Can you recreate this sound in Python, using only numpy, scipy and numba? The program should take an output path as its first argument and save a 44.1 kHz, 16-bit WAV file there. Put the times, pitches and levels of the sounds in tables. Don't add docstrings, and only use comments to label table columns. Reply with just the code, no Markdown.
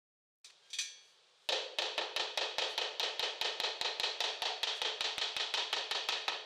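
import sys
import numpy as np
from scipy import signal
from scipy.fft import rfft, irfft
from scipy.io import wavfile
from numba import njit

SR = 44100
rng = np.random.default_rng(int(sys.argv[2]) if len(sys.argv) > 2 else 0)


def persist_wave(psi):
    counts = np.round(np.clip(psi, -1, 1) * 32767).astype(np.int16)
    wavfile.write(sys.argv[1], SR, np.atleast_2d(counts).T)


N = 284445
RING = SR
AGE = np.arange(RING) / SR
GRID = np.maximum(np.arange(RING // 2 + 1) * SR / RING, 1)
CUTOFF_HZ = 15600


def from_db(db):
    return 10 ** (np.asarray(db) / 20)


def at_hz(points, hz):
    table_hz, table_db = np.array(points).T
    return np.interp(np.log(hz), np.log(table_hz), table_db)


def fade(t60):
    return np.exp(-np.log(1000) * AGE / t60)


def bump(hz, width_hz):
    return 1 / (1 + (2 * (GRID - hz) / width_hz) ** 2)


def pulse(curve_db):
    cepstrum = irfft(np.log(from_db(curve_db)), RING)
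    cepstrum[1:RING // 2] *= 2
    cepstrum[RING // 2 + 1:] = 0
    return irfft(np.exp(rfft(cepstrum)), RING)


def unit_power(curve_db):
    return curve_db - 10 * np.log10(np.mean(from_db(curve_db) ** 2))


def add(out, s, sound):
    start = round(s * SR)
    out[start:start + len(sound)] += sound[:N - start]


# (f/Hz, relative level/dB)
AIR_COLOUR = [(24, -33), (60, -28), (150, -10.5), (210, -13.5), (265, -28), (370, -4.5), (480, 0.5),
              (650, -4.5), (1100, -3), (2000, -8), (3700, 1.5), (6000, -10), (9500, -19), (12000, -50),
              (16000, -32)]
# (t/s, level/dB)
AIR_LEVEL = [(0, -112), (.435, -106), (0.446, -67.5), (1.4, -68), (6.45, -68.5)]


def air():
    hiss = signal.fftconvolve(rng.standard_normal(N), pulse(unit_power(at_hz(AIR_COLOUR, GRID))))[:N]
    level_db = np.interp(np.arange(N) / SR, *np.transpose(AIR_LEVEL))
    return hiss * from_db(level_db)


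# (f/Hz, time to fall 60 dB t/s, relative level/dB)
PORCH_TAIL = [(150, 0.55, -2), (400, 0.79, -2), (1010, 0.56, 0), (2900, 0.59, -2.5), (7040, 0.49, -1),
              (13800, 0.3, 0)]


def echoes(near_db, near_t60, far_db):
    centres_hz = np.array(PORCH_TAIL)[:, 0]
    white = rfft(rng.standard_normal(RING))
    tail = np.zeros(RING)
    for share, (_, t60, level_db) in zip(np.eye(len(PORCH_TAIL)), PORCH_TAIL):
        band = np.interp(np.log(GRID), np.log(centres_hz), share)
        tail += irfft(white * band, RING) * fade(t60) * from_db(level_db)
    near = rng.standard_normal(RING) * fade(near_t60)
    return from_db(near_db) * near + from_db(far_db) * tail


# (f/Hz, time to fall 60 dB t/s,
# relative level/dB when shaken through the handle, relative level/dB when knocked directly)
BLADE_MODES = [(1637, .7, -20, -20), (1811, .38, -8, -12), (2257, .27, -26, -9), (2392, .42, -22, -14),
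               (2478, .28, -20, -4), (2530, .36, -15, -9), (3058, .32, 2, -20), (3320, .7, -2, -1),
               (3590, .35, -15, -9), (3651, .35, -14, -10), (3785, .25, -4, -14), (4036, .42, -16, -6),
               (4139, .26, 2, -17), (4327, .7, -9, -10), (4455, .55, -4, -14), (4524, .85, -10, -3),
               (4616, .45, -24, -9), (4737, .3, -3, -9), (5330, .5, -16, -18), (5660, .35, -16, -12),
               (5732, .38, -11, -4), (5850, .3, -28, -10), (6064, .54, -15, 3), (6712, .42, -24, -13),
               (7190, .3, -23, -15), (7403, .32, -23, -8), (9170, .28, -38, -14), (9850, .25, -42, -20),
               (10550, .22, -45, -21)]


def blade(levels_db, spread_db):
    hz, t60 = np.array(BLADE_MODES).T[:2]
    gains = from_db(levels_db + spread_db * rng.standard_normal(len(hz)))
    phases = rng.uniform(0, 2 * np.pi, len(hz))
    return sum(gain * np.sin(2 * np.pi * f * AGE + phase) * fade(t)
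               for f, t, gain, phase in zip(hz, t60, gains, phases))


def shimmer(modes_hz, levels_db, t60):
    gains = from_db(levels_db) * rng.standard_normal(len(modes_hz))
    lives = t60 * (np.median(modes_hz) / modes_hz) ** .5
    return sum(gain * np.sin(2 * np.pi * hz * AGE) * fade(life)
               for gain, hz, life in zip(gains, modes_hz, lives))


# (f/Hz, relative level/dB)
STEEL_CRACK = [(100, -32), (450, -33), (1200, -17), (1800, -15.5), (2400, -6), (2850, -9.5), (3700, 1),
               (4500, -6.5), (5100, -5.5), (6000, -7.5), (8000, -6.5), (10500, -17), (11200, -25),
               (16000, -27)]
# (t/s, force level/dB, ringing level/dB on top of the force,
# f/Hz that the struck spot favours, lift level/dB there)
BLADE_KNOCKS = [(.4446, -14, -18, 5200, 5), (.7023, -23, -2, 5400, 5), (.731, -11, 0, 3650, 6),
                (.786, -1, -1, 2450, 5), (.81, -6, -3, 6000, 3)]


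def clinks(blade_db, shimmer_db, lift_db, width_hz, spot_width_hz, count):
    out = np.zeros(N)
    mode_hz, _, _, mode_db = np.array(BLADE_MODES).T
    nearest_mode = np.max([bump(hz, width_hz) for hz in mode_hz], axis=0)
    colour = unit_power(at_hz(STEEL_CRACK, GRID) + lift_db * nearest_mode)
    places = (np.arange(count) + rng.random(count)) / count
    weak_hz = mode_hz[0] + places * (CUTOFF_HZ - mode_hz[0])
    swing = (1 + 1.6 * fade(0.072)) * (1 - fade(0.019))
    for s, force_db, ring_db, spot_hz, spot_db in BLADE_KNOCKS:
        spot = spot_db * bump(spot_hz, spot_width_hz)
        paths = echoes(near_db=-36, near_t60=.15, far_db=-48)
        crack = signal.fftconvolve(pulse(colour + spot), paths)[:RING]
        ringing = from_db(blade_db) * blade(mode_db + np.interp(mode_hz, GRID, spot), spread_db=0.0)
        weak_db = np.interp(weak_hz, GRID, colour + spot)
        ringing += from_db(shimmer_db) * shimmer(weak_hz, weak_db, t60=0.34)
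        add(out, s, from_db(force_db) * (crack + from_db(ring_db) * ringing * swing))
    return out


# (middle t/s, length t/s, level/dB, middle of the band f/Hz)
RUBS = [(0.505, 0.007, -55.5, 3250), (0.675, 0.072, -71, 4120), (1.087, 0.11, -73.5, 5800),
        (1.445, 0.083, -78, 5940), (2.713, 0.043, -62, 7000), (4.771, 0.035, -57, 5460)]


def scuffs():
    out, time = np.zeros(N), np.arange(N) / SR
    for s, length, level_db, hz in RUBS:
        edges_hz = [hz / 2, min(hz * 1.4, SR / 2 - 100)]
        band = signal.butter(2, edges_hz, "band", fs=SR, output="sos")
        hiss = signal.sosfilt(band, rng.standard_normal(N))
        swell = np.exp(-2 * ((time - s) / length) ** 2)
        out += from_db(level_db) * hiss / hiss.std() * swell
    return out


# (middle t/s, length t/s, fundamental f/Hz, fundamental level/dB, octave level/dB)
SQUEAK_TONE = (.665, .065, 1606, -74, -70)


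def squeak():
    s, length, hz, first_db, octave_db = SQUEAK_TONE
    time = np.arange(N) / SR
    phase = 2 * np.pi * hz * time
    tone = from_db(first_db) * np.sin(phase) + from_db(octave_db) * np.sin(2 * phase)
    return tone * np.exp(-2 * ((time - s) / length) ** 2)


# (t/s, force level/dB)
HANDLE_TAPS = [(1.4896, 0.6), (1.7857, -0.8), (1.9793, -5.5), (2.163, -1.1), (2.3747, -1), (2.5835, -0.5),
               (2.7785, -2), (2.997, -0.7), (3.1948, -0.8), (3.4129, -0.5), (3.601, -0.9), (3.8128, -1.5),
               (3.9984, 0.5), (4.2046, 0.5), (4.4207, -1), (4.6313, -0.1), (4.8169, -1.4), (5.0076, -0.2),
               (5.1812, -0.2), (5.3656, -1.1), (5.5393, -0.1), (5.7287, -1.5), (5.9114, -0.9), (6.0874, -1),
               (6.28, -5.5)]
# (from t/s, hollow note f/Hz, its lift level/dB at the first blow,
# favoured bending mode of the tile f/Hz, its lift level/dB)
TILE_SPOTS = [(1.4, 531, 12.5, 3400, 1.5), (2.3, 560, 4.5, 2600, 2.5), (2.5, 540, 4, 3052, 2),
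              (2.7, 550, 2.5, 3050, 4), (3.5, 660, 2, 4110, 8), (4.1, 700, 4, 3500, 2),
              (4.3, 750, 12.5, 4440, 8), (4.55, 670, 3.5, 3325, 7), (4.7, 474, 4, 3233, 5.5),
              (4.9, 795, 3, 4145, 0), (5.1, 719, 3.5, 3440, 4.5), (5.45, 1000, 4, 3670, 2),
              (5.65, 520, 2, 4420, 6), (6.0, 740, -1, 2520, 2.5)]
# (f/Hz, relative level/dB)
TILE_KNOCK = [(40, -38.5), (110, -44), (170, -21.5), (260, -34), (330, -9), (420, -3), (600, -4),
              (780, -3.5), (920, -3.5), (1150, -8), (2100, -6.5), (3300, 2.5), (4200, -1), (4900, -6.5),
              (5800, -9.5), (8000, -22.5), (15000, -63)]
# (f/Hz, width f/Hz, lift level/dB)
TILE_RESONANCES = [(460, 67, 1), (580, 50, 2), (720.6, 12, 4), (917, 125, 4), (1270, 84, 4.5),
                   (1822, 124, 7.5), (2528, 132, 6.5), (3088, 97, 4.5), (3777, 160, 5), (4050, 110, 3)]
# (t/s, level/dB)
LOW_KNOCK_LIFT = [(1.5, 0), (3.3, 1), (4.2, -0.5), (4.6, -5), (4.85, -1), (5.25, -6), (5.6, -2),
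                  (6.3, -2.5)]
# (f/Hz, level/dB before the shared lift below)
STANDING_WAVES = [(430.7, -59), (506.0, -63), (554.5, -61.5), (586.8, -72), (635.2, -59), (710.6, -63.5),
                  (877.5, -62)]
STANDING_LIFT_DB, STANDING_T60_S = 6.5, 0.63
HOLLOW_LEFT = 0.51
BRIGHT_PER_FORCE, BRIGHT_DB = 0.9, 1.0
LOW_PER_SOFTNESS = 0.84
SAME_SPOT_HZ, NEW_SPOT_HZ = 15960, 2870


def taps(direct_db, blade_db, hollow_width_hz, ping_width_hz, low_hz, low_width_hz, dull_hz, bright_hz):
    out, paths = np.zeros(N), np.zeros(RING)
    resonances = sum(lift * bump(hz, width) for hz, width, lift in TILE_RESONANCES)
    body = unit_power(at_hz(TILE_KNOCK, GRID) + resonances)
    bass = 1 / (1 + (GRID / dull_hz) ** 4)
    treble = 1 / (1 + (bright_hz / GRID) ** 4)
    standing = sum(from_db(STANDING_LIFT_DB + db) * np.sin(2 * np.pi * hz * AGE) for hz, db in STANDING_WAVES)
    standing = standing * fade(STANDING_T60_S)
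    for s, force_db in HANDLE_TAPS:
        since, hollow_hz, hollow_db, ping_hz, ping_db = [row for row in TILE_SPOTS if row[0] <= s][-1]
        earlier_blows = sum(since <= t < s for t, _ in HANDLE_TAPS)
        alike = np.exp(-GRID / (SAME_SPOT_HZ if earlier_blows else NEW_SPOT_HZ)) if paths.any() else 0
        fresh = rfft(echoes(near_db=-17.0, near_t60=.11, far_db=-28.0))
        paths = irfft(alike * rfft(paths) + np.sqrt(1 - alike ** 2) * fresh, RING)
        hollow = hollow_db * HOLLOW_LEFT ** earlier_blows * bump(hollow_hz, hollow_width_hz)
        ping = ping_db * bump(ping_hz, ping_width_hz)
        low = np.interp(s, *np.transpose(LOW_KNOCK_LIFT)) * bump(low_hz, low_width_hz)
        contact = (BRIGHT_DB + BRIGHT_PER_FORCE * force_db) * treble - LOW_PER_SOFTNESS * force_db * bass
        knock = pulse(body + hollow + ping + low + contact)
        echo = signal.fftconvolve(knock, (paths + standing)[:RING - RING // 10])[:RING]
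        ringing = blade(np.array(BLADE_MODES)[:, 2], spread_db=1.0)
        sound = from_db(direct_db) * knock + echo + from_db(blade_db) * ringing
        add(out, s, from_db(force_db) * sound)
    return out


@njit
def limiter_gain(size, ceiling, attack, hold, release):
    gain, peak, wait, now = np.ones(len(size)), ceiling, 0.0, 1.0
    for i in range(len(size)):
        wait -= 1
        if size[i] > peak:
            peak, wait = size[i], hold
        elif wait < 0:
            peak += (ceiling - peak) * release
        now += (ceiling / peak - now) * attack
        gain[i] = now
    return gain


def limited(x, ceiling_db, attack_s, hold_s, release_s):
    attack = 1 - np.exp(-1 / (attack_s * SR))
    release = 1 - np.exp(-1 / (release_s * SR))
    return x * limiter_gain(np.abs(x), float(from_db(ceiling_db)), attack, float(hold_s * SR), release)


def scene():
    trowel = clinks(blade_db=-42.0, shimmer_db=-61, lift_db=5.5, width_hz=120, spot_width_hz=1900, count=110)
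    tile = taps(direct_db=-6.5, blade_db=-39.5, hollow_width_hz=160, ping_width_hz=160,
                low_hz=480, low_width_hz=740, dull_hz=1900, bright_hz=5400)
    return (air() + trowel + scuffs() + squeak() + tile)[None]


def record(dry):
    ducked = limited(dry[0], ceiling_db=-21.5, attack_s=0.000097, hold_s=.030, release_s=0.0012)
    top = from_db(-22.3)
    low_pass = signal.firwin(201, CUTOFF_HZ, window="blackman", fs=SR)
    return signal.fftconvolve(np.clip(ducked, -top, top), low_pass, "same")[None]


dry = scene()
out = record(dry)
persist_wave(out)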